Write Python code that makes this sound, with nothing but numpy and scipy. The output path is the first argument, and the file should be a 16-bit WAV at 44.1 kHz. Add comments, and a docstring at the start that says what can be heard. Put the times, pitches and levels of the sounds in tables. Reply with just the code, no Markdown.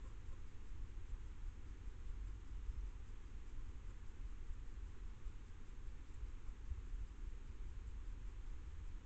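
"""Trail camera in a night garden

A camera watches hedgehogs in still air. Most of the sound is its own: low rumble, hiss,
a thin whine, and a faint tick five times a second, probably as it writes to its memory card
and pulses of current excite the circuit board. An animal scuffs and knocks softly on the paving."""
import sys
import numpy as np
from scipy import signal
from scipy.fft import rfft, irfft
from scipy.io import wavfile

SR = 44100
rng = np.random.default_rng(int(sys.argv[2]) if len(sys.argv) > 2 else 0)


def digitize_waveform(pressure):
    """Quantize a signal to 16-bit integers and store it at the path in sys.argv[1].

    Rows of a 2-D input are taken as channels; values are limited to [-1, 1].
    """
    field = np.atleast_2d(pressure).T
    bounded = np.clip(field, -1, 1)
    quanta = np.round(bounded * 32767).astype(np.int16)
    wavfile.write(sys.argv[1], SR, quanta)


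N = 399105

# resonances of the circuit board: f/Hz, width/Hz, level/dB
BOARD_MODES = [(3750, 600, -12), (5020, 420, -4), (5880, 300, -6), (7450, 400, 0), (8280, 350, -5)]


def undb(db):
    """Amplitude ratio: a factor of ten for every 20 dB."""
    return 10 ** (np.asarray(db) / 20)


def seconds():
    """Uniform sampling: the time of every sample."""
    return np.arange(N) / SR


def shaped(x, response):
    """Linear filtering: the spectrum is multiplied by response(f/Hz), then scaled to unit rms."""
    f = np.maximum(np.arange(N // 2 + 1) * SR / N, 1)
    y = irfft(rfft(x) * response(f), N)
    return y / np.std(y)


def noise(response):
    """Coloured noise: white noise takes on the spectrum of its filter, at unit rms."""
    return shaped(rng.standard_normal(N), response)


def colour(hz, points):
    """Spectral envelope: gain interpolated through (f/Hz, level/dB) points on a log frequency axis."""
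    corner_hz, db = np.transpose(points)
    return undb(np.interp(np.log(hz), np.log(corner_hz), db))


def resonance(f, hz, width):
    """Damped resonator: unit gain at hz, half the power at two points width apart."""
    return 1 / (1 + 1j * (f - hz * hz / f) / width)


def ring(x, modes):
    """Forced vibration: the responses of all modes to x add, and are scaled to unit rms."""
    return shaped(x, lambda f: sum(undb(db) * resonance(f, hz, width) for hz, width, db in modes))


def puffs(events):
    """Gaussian envelopes: a smooth rise and fall for each (t/s, level/dB, length/s) row."""
    t = seconds()
    return sum(undb(db) * np.exp(-2 * ((t - s) / length) ** 2) for s, db, length in events)


def rumble(level_db=-49.5, heave_db=1.2, heave_hz=5):
    """Amplitude modulation: deep noise heaves loosely, and far-off drones swell in bands of their own."""
    # rumble spectrum: f/Hz, level/dB
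    spectrum = [(8, -4.5), (22, 0.5), (36, -2.5), (50, -4), (65, -9.5), (98, -13.5), (125, -22),
                (155, -35.5), (220, -65.5)]
    # droning swells: t/s, level/dB, length/s, f/Hz, width/Hz
    swells = [(2.297, -52, 0.67, 46.3, 2.5), (2.811, -50, 0.16, 48, 37), (6.766, -50.5, 0.15, 60, 42),
              (6.956, -48, .19, 38, 28), (7.904, -50, 0.7, 35.4, 39), (8.7, -56.5, 0.33, 68.5, 23)]
    out = undb(level_db) * noise(lambda f: colour(f, spectrum))
    heave = noise(lambda f: np.exp(-2 * (f / heave_hz - 1) ** 2))
    out *= undb(heave_db * heave)
    for s, db, length, hz, width in swells:
        band = noise(lambda f: np.exp(-2 * ((f - hz) / width) ** 2))
        out += puffs([(s, db, length)]) * band
    return out


def hiss(level_db=-66.5, notch_hz=633.7, notch_width_hz=329, notch_depth=.85):
    """Microphone self-noise: a steady broad spectrum, hollowed in the low middle by an antiresonance."""
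    # hiss spectrum before the notch: f/Hz, level/dB
    spectrum = [(100, -7.5), (160, -2.5), (220, 1), (310, -1), (420, -4), (540, -8), (700, -10.5),
                (1100, -10.5), (2000, -15), (2700, -17.5), (3600, -22), (4200, -25.5), (4800, -30),
                (6500, -25), (7400, -23), (8500, -26)]
    notch = lambda f: 1 - notch_depth * resonance(f, notch_hz, notch_width_hz)
    return undb(level_db) * noise(lambda f: colour(f, spectrum) * notch(f))


def whine(steady_hz=6500, steady_db=-91, fade_s=.008, waver_hz=70, waver_rad=.55):
    """Pure tones from the electronics: one is steady, two brief lower ones waver by phase modulation."""
    # brief thin tones: start/s, end/s, f/Hz, level/dB
    peeps = [(2.686, 2.797, 5232, -89.3), (2.686, 2.735, 6260, -90)]
    t = seconds()
    out = undb(steady_db) * np.sin(2 * np.pi * steady_hz * t)
    for start, end, hz, db in peeps:
        gate = np.clip(np.minimum(t - start, end - t) / fade_s, 0, 1)
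        waver = waver_rad * noise(lambda f: 1 / (1 + (f / waver_hz) ** 2))
        out += undb(db) * gate * np.sin(2 * np.pi * hz * t + waver)
    return np.sqrt(2) * out  # rms to peak amplitude


def ticks():
    """Resonance: stronger, irregular bursts sound in the board's two highest modes."""
    # ticks that stand out: t/s, level/dB, length/s
    bursts = [(.045, -77, .014), (.075, -76, .018), (.29, -80.5, .016), (.332, -78, .016),
              (.489, -81, .012), (1.107, -79.5, .018), (1.482, -81, .014), (1.71, -82, .013),
              (2.089, -79.5, .017), (2.273, -81, .013), (3.089, -80, .018), (3.497, -77, .009),
              (3.906, -76.5, .016), (4.082, -78.5, .012), (4.319, -79.5, .018), (4.537, -73, .005),
              (4.881, -81.5, .014), (5.277, -81, .014), (5.694, -78.5, .013), (6.097, -80, .017),
              (6.144, -71.5, .009), (6.489, -81, .014), (6.949, -79, .012), (7.879, -75, .018),
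              (8.287, -80, .018)]
    return puffs(bursts) * ring(rng.standard_normal(N), BOARD_MODES[-2:])


def knocks(rise_s=.009, detune=.0087):
    """Damped vibration: a soft footfall excites something hollow, whose modes swell and die away."""
    # footfalls: t/s, level/dB
    footfalls = [(.051, -68), (.324, -69)]
    # modes of the hollow body: f/Hz, level/dB
    modes = [(525, -2.5), (1065, 0), (1320, -8)]
    out = np.zeros(N)
    for s, db in footfalls:
        age = np.maximum(seconds() - s, 0)
        envelope = age / rise_s * np.exp(1 - age / rise_s)
        for hz, mode_db in modes:
            detuned_hz = hz * (1 + detune * rng.standard_normal())
            out += undb(db + mode_db) * envelope * np.sin(2 * np.pi * detuned_hz * age)
    return out


def scuffs(corner_hz=2500):
    """Friction noise: short, soft rubs on stone, coloured by resonances."""
    # strokes on the paving: t/s, level/dB, length/s
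    strokes = [(.055, -71, .03), (.12, -73.5, .04), (.328, -72.5, .025), (3.912, -72, .014),
               (6.485, -74, .027)]
    # their resonances: f/Hz, width/Hz, level/dB
    modes = [(505, 90, 10.5), (1040, 130, 9.5), (1320, 200, -1), (2350, 300, -7), (3050, 250, -9)]
    rub = noise(lambda f: 1 / (1 + (f / corner_hz) ** 2))
    return puffs(strokes) * ring(rub, modes)


def card_writes(period_s=.2, start_s=.057, attack_s=.009, hold_s=.022, release_s=.075,
                spikes_per_s=700, fizz_db=-81.7, fizz_spread_db=.6, click_db=-85, click_s=.0052,
                load_db=-48, load_spread_db=3, sag_lag_s=.012, sag_band_hz=(4, 60)):
    """Periodic excitation: each write draws current spikes; the board rings and the supply sags."""
    cycle, age = np.divmod(seconds() - start_s, period_s)
    cycle = (cycle - cycle[0]).astype(int)
    # each write has its own strength
    fizz_chance, load_chance = rng.standard_normal((cycle[-1] + 1, 2))[cycle].T
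    corners = np.cumsum([0, attack_s, hold_s, release_s])
    current = lambda at: np.interp(at, corners, [0, 1, 1, 0])
    spikes = (rng.random(N) < spikes_per_s / SR) * rng.choice([-1, 1], N)
    fizz = undb(fizz_db + fizz_spread_db * fizz_chance) * current(age) * ring(spikes, BOARD_MODES)
    click = undb(click_db) * np.exp(-age / click_s) * ring(rng.standard_normal(N), [BOARD_MODES[1]])
    # the sag reaches the microphone amplifier a little later, as a dull throb
    load = undb(load_db + load_spread_db * load_chance) * current(age - sag_lag_s)
    sag = signal.sosfilt(signal.butter(2, sag_band_hz, "band", fs=SR, output="sos"), load)
    return fizz + click - sag


def thumps():
    """Supply sag: stronger throbs during some card writes are heard as deep, soft thumps."""
    # stronger throbs: t/s, peak level/dB, f/Hz
    throbs = [(1.139, -37, 29.7), (1.884, -38, 43.7), (2.1, -38, 38), (2.692, -35, 35.8),
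              (4.504, -37.5, 34), (5.271, -37, 33.6), (6.288, -41.5, 35.8), (6.488, -43, 38),
              (6.717, -31.5, 44)]
    out = np.zeros(N)
    for s, db, hz in throbs:
        phase_squared = (np.pi * hz * (seconds() - s)) ** 2
        out -= undb(db) * (1 - 2 * phase_squared) * np.exp(-phase_squared)  # a dip between two rises
    return out


def snap(centre_hz=5900, half_width_hz=910):
    """A transient: one very short burst of treble noise is heard as a dry click, like a grain of grit."""
    # the lone click: t/s, level/dB, length/s
    burst = (2.81, -75, .0015)
    grit = noise(lambda f: 1 / (1 + ((f - centre_hz) / half_width_hz) ** 2))
    return puffs([burst]) * grit


def scene():
    """Superposition: all sources add in one microphone channel."""
    background = rumble() + hiss()
    electronics = whine() + card_writes() + thumps() + ticks()
    return (background + electronics + snap() + scuffs() + knocks())[None]


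def record(dry, roll_off_hz=7700, top_hz=8500):
    """Band limiting: the camera's two low-pass filters roll off the treble and remove the top octave."""
    roll_off = signal.butter(12, roll_off_hz, fs=SR, output="sos")
    steep_cut = signal.ellip(8, .2, 70, top_hz, fs=SR, output="sos")
    return signal.sosfilt(steep_cut, signal.sosfilt(roll_off, dry))


dry = scene()
out = record(dry)
digitize_waveform(out)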